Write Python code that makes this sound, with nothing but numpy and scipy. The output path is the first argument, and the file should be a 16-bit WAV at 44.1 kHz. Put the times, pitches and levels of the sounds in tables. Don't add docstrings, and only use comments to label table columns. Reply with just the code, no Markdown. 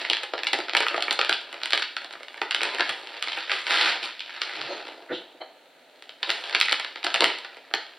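import sys
import numpy as np
from scipy import signal
from scipy.fft import rfft, irfft
from scipy.io import wavfile
from scipy.ndimage import uniform_filter1d

SR = 44100
rng = np.random.default_rng(int(sys.argv[2]) if len(sys.argv) > 2 else 0)


def to_wav(sig):
    pcm = np.clip(np.atleast_2d(sig), -1, 1) * 32767
    pcm = np.round(pcm).astype(np.int16)
    wavfile.write(sys.argv[1], SR, pcm.T)


N = 351918

# start_s, level_db, bass_db (re level), treble_db (re level)
RUSTLE = [(0, -30, -11, -19), (.2, -48, 4, -27), (.7, -47, 3.5, -16), (.98, -37, 0.5, -16),
          (1.35, -50, -1, -22), (1.55, -42, -3, -25), (1.95, -49, -7, -17), (2.45, -50, -1, -13),
          (2.66, -31, -4, -25), (2.9, -33, -6.5, -18), (3.0, -41, -1, -13), (3.2, -38, -7.5, -26),
          (3.381, -29, -17, -22), (3.46, -37, -14, -28), (3.53, -25, -10, -18.5), (3.65, -38, -12, -16),
          (3.7, -20, -12, -20), (3.89, -18, -14, -23), (4.0, -39, -3, -27), (4.05, -30, -9, -13),
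          (4.18, -46, -19, -30), (4.42, -34, -12, -23), (4.72, -33, -4, -27), (5.05, -50, 6, -16),
          (5.5, -62, 5, -20), (6.18, -58, -18, -15), (6.26, -34, -2.5, -19), (6.42, -38, -8, -14),
          (6.54, -31, -7, -29), (6.7, -38, -10, -22), (7.0, -46, -3.5, -25), (7.18, -42, -2, -28),
          (7.24, -22, -2, -13.5), (7.31, -38, -8, -36), (7.7, -54, -4, -24), (7.98, -52, -6, -25)]
# start_s, peak_db, pitch_hz, upper_db (upper middle re lower middle),
# bass_db (re peak), treble_db (re peak), length_ms (before the stretch of each band)
SNAPS = [(.0141, -23, 4020, 12.5, -7, -26, 1.8), (.0446, -21.5, 2070, -7.5, -25, -34, 0.68),
         (0.049, -15, 2000, -4, -28, -33, 1.8), (.0991, -6, 3040, 12, -18.5, -17, 1.2),
         (0.1087, -18.5, 3700, 11, -5, -28, 1.4), (.1147, -18, 2220, 7, -7, -19, 0.6),
         (.1321, -7.5, 2060, 2.5, -31, -22, 1.15), (0.1689, -13, 2730, 3, -32, -20, 0.59),
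         (0.2324, -20, 3240, -1, -9.5, -12.5, 7.3), (0.3357, -16, 1470, -1, 1, -34, 2.9),
         (.3778, -22, 1830, 0, -13, -34, 4.7), (.39, -20.5, 2060, 1, -13, -35, 1.3),
         (0.4336, -12.5, 2080, 3.5, -27, -30, 0.78), (0.4689, -8, 2200, 7, -41, -26, 2.3),
         (0.4754, -15.5, 4780, 14, -22, -11, 1.1), (0.5313, -8.5, 1880, 4, -11, -13, 2.5),
         (.5408, -16, 4200, 1, -3, -17, 1.6), (0.5874, -19.5, 584, 5, 1, -13, 2.6),
         (0.602, -20, 2150, -1, -16, -20, 1.2), (0.683, -21, 1400, -2.5, -11, -34, 1.8),
         (.695, -13.5, 2200, 3, -16.5, -38, 0.71), (0.7336, -16, 2120, 0.5, -8, -25, 2),
         (0.7494, -5.5, 2020, -5, -12, -25, 1.6), (0.7677, -5.5, 2260, 11, -17.5, -11.5, 1.4),
         (0.7723, -7.5, 3140, 5, -15, -22, 1.8), (0.8041, -10.5, 2130, 0.5, -7.5, -14, 2.3),
         (.825, -17, 1940, 6, -10.5, -21, 1.6), (.8307, -15, 1330, -6, -12.5, -30, 1.9),
         (.866, -9.5, 1250, -9, -21, -34, 1.1), (0.8837, -10.5, 2770, 13, -22, -19, 1.25),
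         (0.9103, -21, 1620, -10, -9, -22, 2.1), (0.9429, -14, 1290, -10, -3.5, -27, 2.4),
         (.9635, -20, 1790, 5, -18, -22, 4.2), (0.978, -17, 700, -1, 0, -29, 2.6),
         (1.0055, -19, 3160, 15, -19, -19, 2.1), (1.0233, -11.5, 3900, 5, -29, -13, 1.2),
         (1.0814, -10, 2220, -19, -12.5, -42, 1.2), (1.1087, -4.5, 4000, 8.5, -26, -14, 1.6),
         (1.1135, -12.5, 1940, 2, -6, -33, 0.39), (1.128, -14, 3700, 7, -18, -6, 1.2),
         (1.1904, -10.5, 1360, 0, -4, -22, 2.4), (1.213, -4.5, 2860, 1.5, -23, -29, 0.78),
         (1.2474, -13, 3000, 3, -15, -17, 1.1), (1.2936, -5.5, 1370, 1, -14.5, -14.5, 2.2),
         (1.3193, -15, 1340, -10, -10.5, -30, 2), (1.3272, -4, 3100, 9, -33, -22, 0.31),
         (1.413, -27.5, 3770, 7, -15, -15, 2.1), (1.5272, -23.5, 3130, 0.5, -14, -12, 3.1),
         (1.542, -27.5, 2310, -1, -3, -20, 1), (1.616, -24, 1330, -1, -13, -39, 0.42),
         (1.6334, -11, 4560, 7, -27, -18.5, 1.4), (1.657, -14, 2940, 2.5, -24, -12, 2),
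         (1.706, -15.5, 4000, 5, -22, -10, 1), (1.7229, -12.5, 2150, 2, -38, -30, .54),
         (1.7322, -4, 4000, 2.5, -15, -24, 1.45), (1.7555, -19.5, 1440, -6, -10, -10, 0.58),
         (1.7758, -9, 2160, 3, -19, -18, 1.3), (1.7966, -17.5, 1300, -2, -22, -12, 0.68),
         (1.8219, -13, 1520, -2.5, -20, -24, 2.1), (1.8263, -15, 2140, 7, -30, -23, 1.5),
         (1.9661, -14, 1380, -0.5, -21.5, -19.5, 1.26), (2.0167, -29, 2780, -1, -8, -18, 2.6),
         (2.0445, -26, 4020, 2, -8.5, -15, 3.7), (2.1078, -30.5, 3880, 0, -8, -24, 1.5),
         (2.1265, -29.5, 3960, 6, -16, -10, 3.5), (2.1357, -27, 1410, -1, -10, -19, 1.4),
         (2.1521, -29, 1340, -8, -7, -26, 2.5), (2.2061, -33, 1830, -15, 0, -29, 2),
         (2.2316, -24.5, 2140, 2.5, -14, -11, 1.3), (2.2831, -25, 3120, -0.5, -24, -20, 1.7),
         (2.343, -24.5, 1940, -8, -19, -18, 0.75), (2.3759, -28.5, 1960, -3, -13, -20, 3.5),
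         (2.416, -11, 830, -3.5, -8.5, -25, 2), (2.509, -10, 2670, 4.5, -33, -16.5, 2.6),
         (2.518, -17.5, 2860, 0, -24, -26, 1.8), (2.5464, -5.5, 3120, 3, -27, -16.5, 1.8),
         (2.607, -13.5, 2280, -6, -22, -37, 1.5), (2.6157, -14, 2150, 3, -12, -24, 2.1),
         (2.632, -9, 1500, -2, -23, -13, 2.5), (2.6526, -13.5, 1900, -1, -8, -28, 0.88),
         (2.69, -20.5, 1940, 1, -10, -26, 0.82), (2.747, -17.5, 2050, 2, -8, -16, 1.6),
         (2.784, -18.5, 1530, -4, -26, -18, 2.4), (2.7955, -12, 1360, -2, -7.5, -32, 2.8),
         (2.8064, -8.5, 1530, 0.5, -12, -24, 1.6), (2.8923, -15, 3170, 1.5, -14, -13.5, 6.8),
         (3.0716, -23.5, 2970, 3, -25, -25, 1.7), (3.141, -28, 3000, -5, -9, -27, 2.1),
         (3.225, -10.5, 3200, 5, -33, -13, 1.1), (3.2733, -19.5, 2150, -2, -11.5, -26, 1.1),
         (3.283, -17.5, 4260, 0.5, -29, -23, 2.2), (3.321, -20, 3080, 17, -23, -26, 1.3),
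         (3.3295, -21, 3100, 16, -20, -31, 5.4), (3.3732, -18, 2630, -19, -12.5, -25, 8.7),
         (3.479, -25, 3430, 5, -14, -30, 1.1), (3.4956, -13.5, 2140, -7, -32, -33, 1.3),
         (3.5045, -16, 2220, -3, -23, -32, 3.3), (3.516, -9.5, 2240, 1, -20.5, -26, 2.8),
         (3.6671, -12, 2670, 6, -33, -37, 1.4), (3.7073, -7.5, 1400, -2, -26, -26, 0.43),
         (3.7413, -12.5, 2970, 13, -14, -22, .6), (3.7731, -8.5, 2990, 13, -31, -32, 1.6),
         (3.8114, -9.5, 3600, 21, -31, -26, 1.4), (3.8576, -10.5, 1760, 3, -19, -23, 1.5),
         (4.0291, -17.5, 2680, 10, -13, -22, 4.9), (4.0381, -17, 2520, 14, -17, -25, 4.2),
         (4.194, -19.5, 3100, 30, -34, -25, 1.3), (4.2048, -17, 2880, 10, -41, -38, 1.3),
         (4.2603, -29.5, 2730, 14, -8.5, -30, 1.5), (4.2933, -26.5, 2000, -21, -16, -32, 1.6),
         (4.417, -9.5, 5400, 4, -22, -19, 1.3), (4.4942, -23, 1860, -12, -19, -22, 1.3),
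         (4.5646, -24, 1780, 16, -21, -19, 1.8), (4.6146, -15.5, 4800, 2, -27, -26, 0.79),
         (5.9591, -41.5, 1990, 8, -21, -21, 1.8), (6.023, -28, 2100, 4, -15, -19, 1.6),
         (6.093, -25.5, 2950, 7, -22, -27, 1.2), (6.229, -10.5, 3770, 3, -23, -29, 4.3),
         (6.2928, -13, 3350, -3, -16, -32, 3.5), (6.3028, -4, 1760, 8, -25, -21, .44),
         (6.438, -23, 3370, 5, -11, -30, 1.4), (6.495, -21, 1850, -1, -21, -17, 2.3),
         (6.5089, -22.5, 1960, 9, -8, -32, 2.3), (6.5266, -20.5, 1960, 3, -12, -30, 1.4),
         (6.5481, -3.5, 2200, 2, -18.5, -24, 1.8), (6.5544, -10, 2170, 13, -18, -23, 1.2),
         (6.601, -9.5, 1420, 9, -29, -10.5, 0.89), (6.612, -3, 2300, 1, -31, -16, 1.1),
         (6.656, -19, 2170, 5, -19, -12, 2.6), (6.6838, -10, 2110, -6, -29, -29, 1.6),
         (6.6941, -11, 4260, 10, -29, -22, 1.9), (6.7118, -17, 2350, -3, -13, -14, 4.3),
         (6.7221, -6, 4400, 13, -19, -31, 0.88), (6.7265, -6, 3060, 2, -17.5, -13, 1.5),
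         (6.797, -16.5, 2300, 3, -16, -16.5, 3), (6.8459, -18, 3870, 0, -21, -21, 2.8),
         (6.958, -23.5, 1900, 0, -9.5, -31, 1.7), (7.0292, -23, 2150, -1, -27, -30, 1.3),
         (7.0399, -18, 3920, 6, -14, -26, 3.7), (7.0447, -11.5, 4400, 3, -15, -9.5, 3.9),
         (7.0659, -12, 1410, -0.5, -7.5, -29, 2.3), (7.103, -16.5, 1720, 4, -25, -40, 1),
         (7.1421, -8.5, 2940, 1, -21.5, -8.5, 1.5), (7.1478, -12.5, 3140, 2, -9, -27, 3.6),
         (7.1587, -12, 2020, -2, -11.5, -23, 2.4), (7.206, -4, 3750, 6.5, -11.5, -15.5, 1.6),
         (7.221, -12.5, 2130, -1.5, 3.5, -23, 3.1), (7.242, -1, 3030, -2, -15, -15, 0.9),
         (7.301, -16.5, 2060, -12.5, -14.5, -39, 2.2), (7.385, -27, 3900, 11, -23, -11, 2.7),
         (7.4465, -25.5, 1590, -1.5, -12, -21, 2.6), (7.5687, -31, 2140, -4.5, -6.5, -17, 2.1),
         (7.7114, -29.5, 1470, -9, -3.5, -34, 1.4), (7.738, -7, 1790, 3, -12, -35, 1.56),
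         (7.8656, -31, 3210, 8, -12, -26, 1.1)]
# frequency_hz, gain_db (per Hz)
FOIL = [(35, -79.5), (60, -63), (217, -20), (330, -2), (600, 0), (968, -1), (1440, -2.5), (3120, -2),
        (4320, -3.5), (5200, -12), (6430, -28.5), (8920, -21.5), (12000, -35), (16000, -61)]
BAND_EDGES_HZ = 1100, 2500, 6000
BAND_STRETCH = 1.45, 1.4, 1.046, 0.8
# start_s, length_s, level_db, tilt_db (per octave)
BUMPS = [(3.324, .1, -61.5, -14), (4.55, .15, -53.5, -16), (4.659, 0.12, -41.5, 1.5),
         (5.09, 0.065, -31.5, -3.5), (5.339, .034, -56, 1), (5.399, 0.038, -46.5, 10),
         (7.187, 0.08, -35, -2.5)]
# frequency_hz, width_hz, level_db (re bump)
BUMP_RINGS = [(148, 53, -21), (328, 100, 0), (493, 246, -0.5), (626, 200, -1.5), (940, 370, -7)]
# start_s, length_s, pitch_hz, width_hz, level_db (before the swell)
SWISHES = [(4.189, 0.046, 2940, 1220, -39), (4.666, .11, 4240, 100, -44), (4.668, 0.099, 6450, 39.6, -61),
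           (5.074, 0.084, 1600, 910, -37), (5.098, .11, 3400, 1270, -36), (5.401, .035, 1770, 900, -43.5),
           (5.402, 0.028, 3090, 250, -42), (5.403, 0.031, 4170, 400, -43)]
# delay_s, level_db (re direct, before the treble loss)
ECHOES = [(0.0075, -13.5), (0.016, -13.5), (0.0087, -10.5), (0.016, -9.5), (.0166, -22)]
# frequency_hz, gain_db
ECHO_COLOUR = [(200, -1), (3000, -4.5), (6000, -12), (16000, -10)]
# frequency_hz, t60_s, energy_db (re direct)
TAIL = [(200, 0.3, -5), (700, 0.39, -2.5), (2000, 0.44, -4), (4170, 0.47, -3.5), (9000, 0.31, -6.5),
        (15600, 0.5, -20)]
# frequency_hz, gain_db (on the side signal)
SIDE_COLOUR = [(60, -23), (250, -34), (1000, -29.5), (1600, -20.5), (4200, -23), (5300, -17.5), (6700, 8),
               (8000, -4.5), (8800, -18), (10300, -1), (12400, -18), (16000, -15)]
# (per Hz, before the overall level is set)
AIR = [(35, -80), (60, -63), (170, -12), (217, -21.5), (256, -4), (363, -7), (600, 0.5), (900, -6),
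       (1280, -8), (3200, -12.5), (4300, -12), (5000, -29), (6200, -26.5), (16000, -33.5)]
# frequency_hz, gain_db
AIR_SIDE = [(100, -14.5), (3000, -9), (7000, -0.5), (16000, -1)]
# frequency_hz, width_hz
NOTCHES = [(1103, 209), (220, 20)]

SNAP_RING_DB, SNAP_RING_OCTAVES = 5, .2
AFTER_DB, AFTER_S = -34, .015
RUSTLE_UPPER_DB = 0
BUMP_PIVOT_HZ = 335
AIR_DB = -55.5
LEFT_DB = -0.4
TOP_HZ = 16000


def undb(db):
    return 10 ** (np.asarray(db) / 20)


def level(x, db):
    return x * undb(db) / np.sqrt(np.mean(x ** 2, axis=-1, keepdims=True))


def along(table, hz):
    f, v = np.transpose(table)
    return np.interp(np.log(hz + 1), np.log(f), v)


def colour(x, table):
    size = x.shape[-1]
    gain = undb(along(table, np.fft.rfftfreq(size, 1 / SR)))
    return irfft(rfft(x) * gain, size)


def causal(db):
    cepstrum = irfft(db * np.log(10) / 20)
    half = cepstrum.shape[-1] // 2
    cepstrum[..., 1:half] *= 2
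    cepstrum[..., half + 1:] = 0
    return np.exp(rfft(cepstrum))


def spread(db, upper_db, bass_db, treble_db):
    lower_middle = db - np.maximum(upper_db, 0)
    upper_middle = db + np.minimum(upper_db, 0)
    return db + bass_db, lower_middle, upper_middle, db + treble_db


def snaps(s, db, pitch_hz, length_s, ring_db, ring_octaves, size=512):
    hz = np.fft.rfftfreq(size, 1 / SR) + 1
    t = np.arange(size) / SR
    noise = rng.standard_normal((len(s), size)) * np.minimum(t / 0.00017, 1)
    octaves_off = np.log2(hz / pitch_hz[:, None])
    ring = ring_db * np.exp(-.5 * (octaves_off / ring_octaves) ** 2)
    above = [1 / (1 + (edge / hz) ** 10) for edge in BAND_EDGES_HZ]
    shares = -np.diff([1 + 0 * hz, *above, 0 * hz], axis=0)
    at = (np.round(s * SR).astype(int)[:, None] + np.arange(size)).ravel()
    tracks = []
    for share, peak_db, stretch in zip(shares, db, BAND_STRETCH):
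        decay = undb(-9 * (t / (stretch * length_s[:, None])) ** 1.205)
        burst = rfft(noise * decay)
        burst /= uniform_filter1d(np.abs(burst), size=9, axis=1)
        gain_db = along(FOIL, hz) + ring + 10 * np.log10(np.maximum(share, 1e-7))
        band = irfft(burst * causal(gain_db))
        peak = np.abs(signal.hilbert(band)).max(axis=1)
        band *= (undb(peak_db) / peak)[:, None]
        tracks.append(np.bincount(at, band.ravel(), N + size)[:N])
    return np.array(tracks)


def rustle(count=4500):
    when, big, pitch, *tilt = rng.random((count, 7)).T
    now = np.arange(N) / SR
    start_s, *columns = np.transpose(RUSTLE)
    hands_db, bass_db, treble_db = (np.interp(now, start_s, c) for c in columns)
    snap_s, peak_db = np.transpose(SNAPS)[:2]
    kicks = np.bincount((snap_s * SR).astype(int), undb(peak_db + AFTER_DB) ** 2, N)
    after = signal.lfilter([1], [1, -np.exp(-1 / (AFTER_S * SR))], kicks)
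    busy_db = 10 * np.log10(undb(hands_db) ** 2 + after)
    density = undb(.6 * busy_db)
    when = np.interp(when, np.cumsum(density) / density.sum(), now)
    db = -4. * np.log(big + 0.032) + 8 * np.array(tilt)
    pitch_hz = 1300 * 4.1 ** pitch
    tracks = snaps(when, db, pitch_hz, np.full(count, .0015), 2.6, 0.5)
    even = level(tracks / np.sqrt(density), -7.0)
    return (even * undb(spread(busy_db, RUSTLE_UPPER_DB, bass_db, treble_db))).sum(axis=0)


def air():
    mid, side = level(colour(rng.standard_normal((2, N)), AIR), AIR_DB)
    return mid, colour(side, AIR_SIDE)


def loud_creases():
    start_s, peak_db, pitch_hz, upper_db, bass_db, treble_db, length_ms = np.transpose(SNAPS)
    bands_db = spread(peak_db, upper_db, bass_db, treble_db)
    length_s = np.maximum(length_ms, .25) / 1000
    return snaps(start_s, bands_db, pitch_hz, length_s, SNAP_RING_DB, SNAP_RING_OCTAVES).sum(axis=0)


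def tail(size=24576):
    hz, t60_s, db = np.transpose(TAIL)
    f, t, z = signal.stft(rng.standard_normal(size), SR, nperseg=256)
    fade = undb(-60 * t / along(np.c_[hz, t60_s], f)[:, None])
    decay = signal.istft(z * fade, SR, nperseg=256)[1][:size]
    decay = decay * np.clip((np.arange(size) / SR - .002) / 0.0036, 0, 1)
    return colour(decay / np.sqrt(np.sum(decay ** 2)), np.c_[hz, db])


def room(dry, count=7, moves_s=.045, size=8192):
    dry = np.r_[dry[size:0:-1], dry]
    place = (np.arange(len(dry)) / SR / moves_s).astype(int) % count
    early = np.zeros(2048)
    for delay_s, db in ECHOES:
        early[int(delay_s * SR)] += undb(db)
    early = colour(early, ECHO_COLOUR)
    early[0] += 1
    apart = 0.18 * rng.standard_normal(40)
    mid, side = (signal.fftconvolve(dry, path)[size:size + N] for path in (early, apart))
    for k in range(count):
        here = dry * (place == k)
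        mid += signal.fftconvolve(here, tail())[size:size + N]
        side += signal.fftconvolve(here, undb(2.5) * tail())[size:size + N]
    return mid, colour(side, SIDE_COLOUR)


def swell(out, s, length_s, hz, width_hz, db):
    size = int(length_s * SR)
    edges = hz - width_hz / 2, hz + width_hz / 2
    band = signal.butter(3, edges, "band", fs=SR, output="sos")
    rub = signal.sosfilt(band, rng.standard_normal(16384))[-size:]
    start = int(s * SR)
    return out + np.pad(level(rub, db) * np.hanning(size), (start, N - start - size))


def bumps():
    out = np.zeros(N)
    for start_s, length_s, db, tilt_db in BUMPS:
        for hz, width_hz, ring_db in BUMP_RINGS:
            ring_level_db = db + ring_db + tilt_db * np.log2(hz / BUMP_PIVOT_HZ)
            out = swell(out, start_s, length_s, hz, width_hz, ring_level_db)
    return out


def swishes():
    out = np.zeros(N)
    for row in SWISHES:
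        out = swell(out, *row)
    return out


def scene():
    bag = rustle() + loud_creases() + bumps() + swishes()
    mid, side = np.add(room(bag), air())
    return np.array([mid + side, mid - side])


def record(dry):
    out = dry * undb([[LEFT_DB / 2], [-LEFT_DB / 2]])
    for hz, width_hz in NOTCHES:
        out = signal.lfilter(*signal.iirnotch(hz, hz / width_hz, SR), out)
    out = signal.sosfilt(signal.butter(3, 150, "high", fs=SR, output="sos"), out)
    out = 1.1 * np.tanh(out / 1.1)
    return signal.sosfilt(signal.ellip(8, .2, 70, TOP_HZ, fs=SR, output="sos"), out)


dry = scene()
out = record(dry)
to_wav(out)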